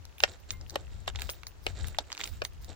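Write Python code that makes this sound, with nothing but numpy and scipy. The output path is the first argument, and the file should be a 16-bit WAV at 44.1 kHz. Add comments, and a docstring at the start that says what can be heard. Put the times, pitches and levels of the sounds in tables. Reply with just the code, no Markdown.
"""Loose sandals slap and scuff along a sandy concrete lane, on a walk with a small dog.
Each slap is a noisy contact filtered into hollow, knock, crack, snap and fizz; grit cracks under the soles.
The leash's metal clip clicks, chatters and rattles through decaying modes, with one faint lower ring.
Close steps and clicks scatter briefly; wind rumbles on the microphone's two ports over a quiet outdoor hush."""
import sys
import numpy as np
from scipy import signal
from scipy.fft import rfft, irfft
from scipy.io import wavfile
from scipy.ndimage import uniform_filter1d

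SR = 44100
rng = np.random.default_rng(int(sys.argv[2]) if len(sys.argv) > 2 else 0)


def dump(signal):
    """Clip the signal to [-1, 1] and save it as 16-bit WAV at the path in sys.argv[1]."""
    limited = np.clip(np.atleast_2d(signal).T, -1, 1)
    pcm = np.round(limited * 32767).astype(np.int16)
    wavfile.write(sys.argv[1], SR, pcm)


N = 121275
T = np.arange(N) / SR
HIT_T = T[:SR // 25]  # 40 ms, room for one contact
RING_T = T[:SR // 4]  # 250 ms, room for one ring

# leash clip clicks: t/s, level/dB in each of the four click bands (low to high), ring level/dB before trim
CLIP_CLICKS = [(0.182, -80, -51.5, -71, -58.5, -59.5), (0.2029, -43, -37, -42, -52, -66),
               (0.5057, -48, -40.5, -33.5, -69, -51), (0.6968, -62, -84, -44, -60, -65),
               (0.7055, -63, -67, -49.5, -62, -80), (1.219, -43.5, -41.5, -42, -42.5, -64),
               (1.2975, -53, -48, -39.5, -52, -53.5), (1.3028, -61, -52, -47.5, -46, -48),
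               (1.4683, -51, -76, -41.5, -56, -55), (1.8703, -78, -77, -53, -51.5, -55.5),
               (1.883, -58, -54, -55, -49.5, -85), (2.2554, -57, -44, -67, -57, -55.5),
               (2.2747, -56, -48.5, -48.5, -52, -65), (2.4495, -44, -43, -35.5, -49.5, -59),
               (2.6451, -65, -80, -52.5, -59, -71)]

CLICK_RISE_S = 0.0003
GRIT_DECAY_S, GRIT_SPREAD = 0.001, 1.4
GRIT_LAG_S = -0.00007  # negative: the right port hears it first


def undb(db):
    """Decibels to gain."""
    return 10 ** (np.asarray(db) / 20)


def unit(x):
    """Scale each channel to rms 1."""
    return x / np.sqrt(np.mean(x ** 2, axis=-1, keepdims=True) + 1e-20)


def band(x, lo_hz, hi_hz, order=2):
    """Causal band-pass."""
    top_hz = min(max(hi_hz, lo_hz + 20), SR / 2 - 1000)
    sos = signal.butter(order, [lo_hz, top_hz], "band", fs=SR, output="sos")
    return signal.sosfilt(sos, x)


def colour(x, points):
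    """Shape a full-length signal's spectrum by (f/Hz, level/dB) points, at rms 1."""
    hz, db = np.array(points, float).T
    log_hz = np.log(np.fft.rfftfreq(N, 1 / SR) + 1)
    gain = undb(np.interp(log_hz, np.log(hz), db))
    return unit(irfft(rfft(x) * gain, N))


def walk(rate):
    """Smooth random wander, spread near 1, with this many new values a second."""
    k = int(SR / rate)
    steps = np.repeat(rng.standard_normal(N // k + 1), k)
    return unit(uniform_filter1d(steps, k)[:N])


def pan(db):
    """Left and right gains for a left minus right level difference."""
    gains = undb(np.array([[db], [-db]]) / 2)
    return gains / np.sqrt(np.mean(gains ** 2))


def add(out, start, sound, lag):
    """Mix in a stereo sound that reaches the right port later by lag seconds."""
    for channel in range(2):
        i = max(int(start * SR) + channel * int(round(lag * SR)), 0)
        part = sound[channel, :max(N - i, 0)]
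        out[channel, i:i + len(part)] += part


def swell(start, length, attack):
    """A straight rise and fall; attack is the rising share of the length."""
    return np.interp((T - start) / length, [0, np.clip(attack, 0.02, 0.9), 1], [0, np.sqrt(2), 0])


def at_level(x, db):
    """Set a 40 ms contact's energy to that of 10 ms at this rms level."""
    return unit(x) * undb(db) / 2


def contact(decay, spread, own, rise):
    """Surfaces close in a short crumple with one sharp peak, partly different at each port."""
    noise = rng.standard_normal((3, len(HIT_T)))
    envelope = np.exp(-HIT_T / decay) * (1 - np.exp(-HIT_T / rise))
    push = (noise[0] + own * noise[1:]) * envelope
    # spread sizes the crumple against the peak of 1
    push *= spread / np.sqrt(np.sum(push ** 2, axis=1, keepdims=True))
    push[:, int(rise * SR)] += 1
    return push


def sandals():
    """Each slap rings the air pocket under the heel and cracks in the rubber above it."""
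    # sandal slaps: t/s, hollow f/Hz, crack f/Hz, then hollow, knock, crack, snap, fizz level/dB
    slaps = [(0.236, 727, 2700, -23, -19, -21, -22.5, -38),
             (0.7559, 552, 2730, -29.5, -33, -35, -38, -44.5),
             (1.0777, 780, 3280, -34, -33, -33.5, -40.5, -46), (1.2911, 525, 2790, -43, -39, -39, -51, -56),
             (1.6651, 546, 2590, -33, -37, -30, -37, -45), (1.9851, 824, 3400, -28.5, -35, -28, -30, -43.5),
             (2.4181, 560, 2700, -32, -35, -35, -40.5, -56.5)]
    # left minus right of those five parts: level/dB
    slap_pan_db = [3, -3, 7, -4, 1]
    out = np.zeros((2, N))
    for start, hollow_hz, crack_hz, *levels in slaps:
        push = contact(decay=0.0026, spread=1.38, own=0.97, rise=0.0005)
        pocket = band(push, hollow_hz * 0.83, hollow_hz * 1.174, order=1)
        hollow = band(pocket, hollow_hz * 0.63, hollow_hz * 1.75)
        knock = band(push, 950, 1800)
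        crack = band(push, crack_hz * 0.84, crack_hz * 1.15, order=3)
        snap = band(push, 3700, 5900, order=3)
        fizz = band(push, 6300, 12500)
        parts = [hollow, knock, crack, snap, fizz]
        for part, db, side_db in zip(parts, levels, slap_pan_db):
            add(out, start, at_level(part, db) * pan(side_db), lag=0.00022)
    return out


def grains(rate, scatter_db, own):
    """Random tiny impacts of scattered size, partly different at each port."""
    size_db = scatter_db * np.minimum(rng.exponential(size=N), 4)
    hits = (rng.random(N) < rate / SR) * undb(size_db)
    chance = rng.standard_normal((3, N))
    return hits * (np.sign(chance[0]) + own * chance[1:])


def sand_grains(rate, scatter_db, own):
    """Grains of four sizes, each size crumpling briefly in its own band."""
    # grain sizes, coarse to fine: low f/Hz, high f/Hz
    grain_bands = [(300, 1800), (1800, 3600), (3600, 7000), (7000, 16000)]
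    # tone of the sand: f/Hz, level/dB
    sand_colour = [(300, -18), (900, 6), (1500, 8), (2800, 6), (5500, -2), (8000, -0.5), (11000, -31),
                   (15500, -24)]
    sand = np.zeros((2, N))
    for lo, hi in grain_bands:
        impacts = grains(rate, scatter_db, own)
        crumple = contact(GRIT_DECAY_S, GRIT_SPREAD, own, CLICK_RISE_S)
        crackle = signal.fftconvolve(impacts, crumple, axes=1)[:, :N]
        sand += band(crackle, lo, hi)
    return colour(sand, sand_colour)


def scuffs(attack=0.22, own=0.56):
    """Crackling sand and a dull rub swell and fade as a sole slides."""
    # soles scuffing on sand: t/s, length/s, sand level/dB, sole rub level/dB
    slides = [(0.222, 0.043, -43.5, -48), (0.257, .13, -53.5, -56.5), (0.473, 0.11, -56.5, -62.5),
              (0.593, 0.079, -72, -58.5), (0.706, 0.17, -59.5, -53), (0.872, 0.27, -65.5, -67),
              (1.069, 0.044, -46, -50.5), (1.138, 0.07, -58.5, -60), (1.178, 0.14, -50.5, -57.5),
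              (1.277, 0.17, -61.5, -64.5), (1.652, 0.093, -50.5, -52.5), (1.73, 0.28, -53, -55.5),
              (1.995, 0.038, -52, -52.5), (2.02, 0.33, -61.5, -63.5), (2.19, .04, -42, -52.5),
              (2.221, 0.098, -53, -60), (2.305, 0.14, -60.5, -77), (2.431, 0.054, -54.5, -56),
              (2.609, 0.11, -64.5, -83), (2.675, 0.086, -56.5, -52)]
    # tone of the sole rub: f/Hz, level/dB
    rub_colour = [(100, -11), (280, -1.5), (480, -2), (750, -2.5), (1100, -14.5), (2500, -51)]
    sand_level = sum(swell(start, length, attack) * undb(db) for start, length, db, _ in slides)
    rub_level = sum(swell(start, length, attack) * undb(db) for start, length, _, db in slides)
    sand = sand_grains(rate=900, scatter_db=3.8, own=own) * pan(db=-6)  # more to the right
    noise = rng.standard_normal((3, N))
    rub = colour(noise[0] + own * noise[1:], rub_colour)
    return sand * sand_level + rub * rub_level


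def clicks(rows, decay, spread):
    """Tiny hard contacts, each with its own brightness."""
    # click bands: low f/Hz, high f/Hz
    click_bands = [(800, 2100), (2100, 3700), (3700, 6800), (7000, 15500)]
    # left minus right in each band: level/dB
    click_pan_db = [-4.5, -2, 0, -5.5]
    out = np.zeros((2, N))
    for row in rows:
        push = contact(decay, spread, own=0.9, rise=CLICK_RISE_S)
        # zip stops after the four bands, leaving out any ring level
        for (lo, hi), db, side_db in zip(click_bands, row[1:], click_pan_db):
            part = at_level(band(push, lo, hi, order=4), db)
            add(out, row[0], part * pan(side_db), GRIT_LAG_S)
    return out


def grit_cracks():
    """Grit cracks underfoot in very short contacts."""
    # grit cracking underfoot: t/s, level/dB in each of the four click bands
    cracks = [(0.0526, -62, -65, -52, -59.5), (0.2777, -53, -56, -62, -70), (0.6118, -62.5, -77, -53, -85),
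              (1.0991, -50, -50, -70, -75), (1.15, -49, -62, -69, -81), (1.1585, -50, -42.5, -43.5, -67),
              (1.1889, -48, -47, -76, -71), (1.1954, -51.5, -51.5, -53, -56),
              (1.4331, -50, -51.5, -56.5, -67), (1.8435, -48.5, -49, -64, -67),
              (1.9461, -49, -53, -76, -67), (2.1021, -50.5, -55, -61, -75), (2.1185, -48, -44.5, -45, -70),
              (2.1273, -48, -50.5, -37, -59), (2.1495, -62, -49, -58, -62), (2.1695, -53, -65, -51, -67),
              (2.1769, -51, -45, -45, -70), (2.1956, -48, -53, -57, -75), (2.2041, -48, -41.5, -52, -72),
              (2.2126, -49, -37.5, -45, -71), (2.2366, -50, -37.5, -44.5, -61),
              (2.2408, -52, -51, -36, -53)]
    return clicks(cracks, GRIT_DECAY_S, GRIT_SPREAD)


def clip_clicks():
    """The leash clip knocks in short, hard contacts."""
    return clicks(CLIP_CLICKS, decay=0.0015, spread=2.2)


def metal(push):
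    clip_modes = [(5400, -15, .025), (6400, -13, .025), (9400, -8, .05), (9460, -4, .08), (15160, -3, .1),
                  (15220, -2, .11), (15420, -8, .045)]
    total = np.zeros(push.shape)
    for hz, db, t60 in clip_modes:
        mode = np.sin(2 * np.pi * hz * RING_T) * np.exp(-np.log(1000) * RING_T / t60)
        ring = signal.fftconvolve(push, [mode])[:, :push.shape[1]]
        total += undb(db) * unit(ring)
    return unit(total)


def jingle(ring_trim_db=-6, rattle_trim_db=-2, rattle_ring_db=-8):
    # swivel rattles: t/s, length/s, level/dB before trim
    rattles = [(.21, 0.034, -56), (0.307, .04, -63), (0.394, 0.027, -62), (0.667, 0.067, -61),
               (1.174, 0.25, -56.5), (1.615, 0.12, -57.5), (2.17, 0.11, -53), (2.222, 0.2, -56.5),
               (2.435, 0.033, -53), (2.532, 0.0082, -55.5), (2.61, 0.036, -54)]
    # tone of the rattle: f/Hz, level/dB
    rattle_colour = [(1500, -28), (5000, 6), (8000, -12.5), (12000, -7), (15500, 5)]
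    chatter_per_s, chatter_s = 1500, 0.006
    out = np.zeros((2, N))
    for row in CLIP_CLICKS:
        struck = rng.random(len(RING_T)) < chatter_per_s / SR
        bounces = struck * rng.standard_normal((2, len(RING_T)))
        chatter = bounces * RING_T * np.exp(-RING_T / chatter_s)
        add(out, row[0], metal(chatter) * undb(row[-1] + ring_trim_db), GRIT_LAG_S)
    loose = grains(rate=6000, scatter_db=5.5, own=1)
    level = sum(swell(start, length, attack=0.22) * undb(db + rattle_trim_db)
                for start, length, db in rattles)
    rattle = colour(loose, rattle_colour) + undb(rattle_ring_db) * metal(loose)
    return out + level * rattle


def ping(start=0.527, upper_hz=2099, lower_hz=1039, lower_db=-9, rise=0.0027, decay=0.028):
    """One faint, lower ring of two decaying sines just after a jingle."""
    t = np.maximum(T - start, 0)
    upper = np.sin(2 * np.pi * upper_hz * t)
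    lower = undb(lower_db) * np.sin(2 * np.pi * lower_hz * t)
    envelope = (1 - np.exp(-t / rise)) * np.exp(-t / decay)
    return 2 * undb(-56) * (upper + lower) * envelope


def scatter(near, level_db=-17, decay=0.01, rise=0.00067):
    """Rough ground and the walker reflect close sounds as a short, decaying spray of noise."""
    t = T[:SR // 5]
    noise = band(rng.standard_normal((2, len(t))), 140, 5600, order=1)
    tail = noise * np.exp(-t / decay) * (1 - np.exp(-t / rise))
    tail *= undb(level_db) / np.sqrt(np.sum(tail ** 2, axis=1, keepdims=True))
    return signal.fftconvolve(near, tail, axes=1)[:, :N]


def stray_grains(level_db=-69):
    """Faint single grains shift throughout the walk."""
    return undb(level_db) * sand_grains(rate=40, scatter_db=4.5, own=0.65)


def wind(buffet_db=2.5):
    """Air buffets each microphone port separately, mostly the left one more."""
    # wind on the microphone: t/s, level/dB, left minus right level/dB
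    gusts = [(0.0, -45, 8), (0.15, -58, 2), (0.33, -47.5, 7), (0.44, -55.5, -3), (0.55, -42, 14),
             (0.73, -48, 7.5), (0.88, -41, 10.5), (1.04, -49, 9), (1.16, -38, 4.5), (1.22, -48, 10),
             (1.51, -49, 4), (1.59, -51.5, 11), (1.86, -36, 8.0), (2.17, -63, -13), (2.33, -41.5, -7),
             (2.37, -45, 7.5), (2.73, -44.5, 8.5), (2.75, -53, 2.0)]
    # tone of the rumble: f/Hz, level/dB
    wind_colour = [(20, -12.5), (40, -7.5), (62, 0), (85, -2), (115, -13), (170, -20.5), (300, -34.5),
                   (700, -65)]
    times, level_db, side_db = np.array(gusts).T
    ports = []
    for side in (1, -1):  # left, right
        gust_db = np.interp(T, times, level_db + side * side_db / 2)
        rumble = colour(rng.standard_normal(N), wind_colour)
        ports.append(rumble * undb(gust_db + buffet_db * walk(rate=13.12)))
    return np.array(ports)


def hush(level_db=-60.5, width=1):
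    """Quiet, even open-air background of wide, coloured noise."""
    # tone of the open air: f/Hz, level/dB
    hush_colour = [(30, -6), (150, -13), (350, -5), (1000, -10), (2500, -16.5), (6800, -20), (8500, -30),
                   (13000, -30), (15500, -28)]
    mid, side = colour(rng.standard_normal((2, N)), hush_colour)
    air = np.array([mid + width * side, mid - width * side])
    return unit(air) * undb(level_db)


def scene():
    """Steps and leash with a brief outdoor scatter, over wind and hush."""
    near = sandals() + grit_cracks() + clip_clicks()
    steps = near + scatter(near) + scuffs()
    leash = jingle() + ping()
    return steps + leash + stray_grains() + wind() + hush()


def record(dry):
    """The recorder cuts the top with a steep low-pass at 16 kHz."""
    low_pass = signal.ellip(10, 0.2, 80, 16000, fs=SR, output="sos")
    return signal.sosfilt(low_pass, dry)


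dry = scene()
out = record(dry)
dump(out)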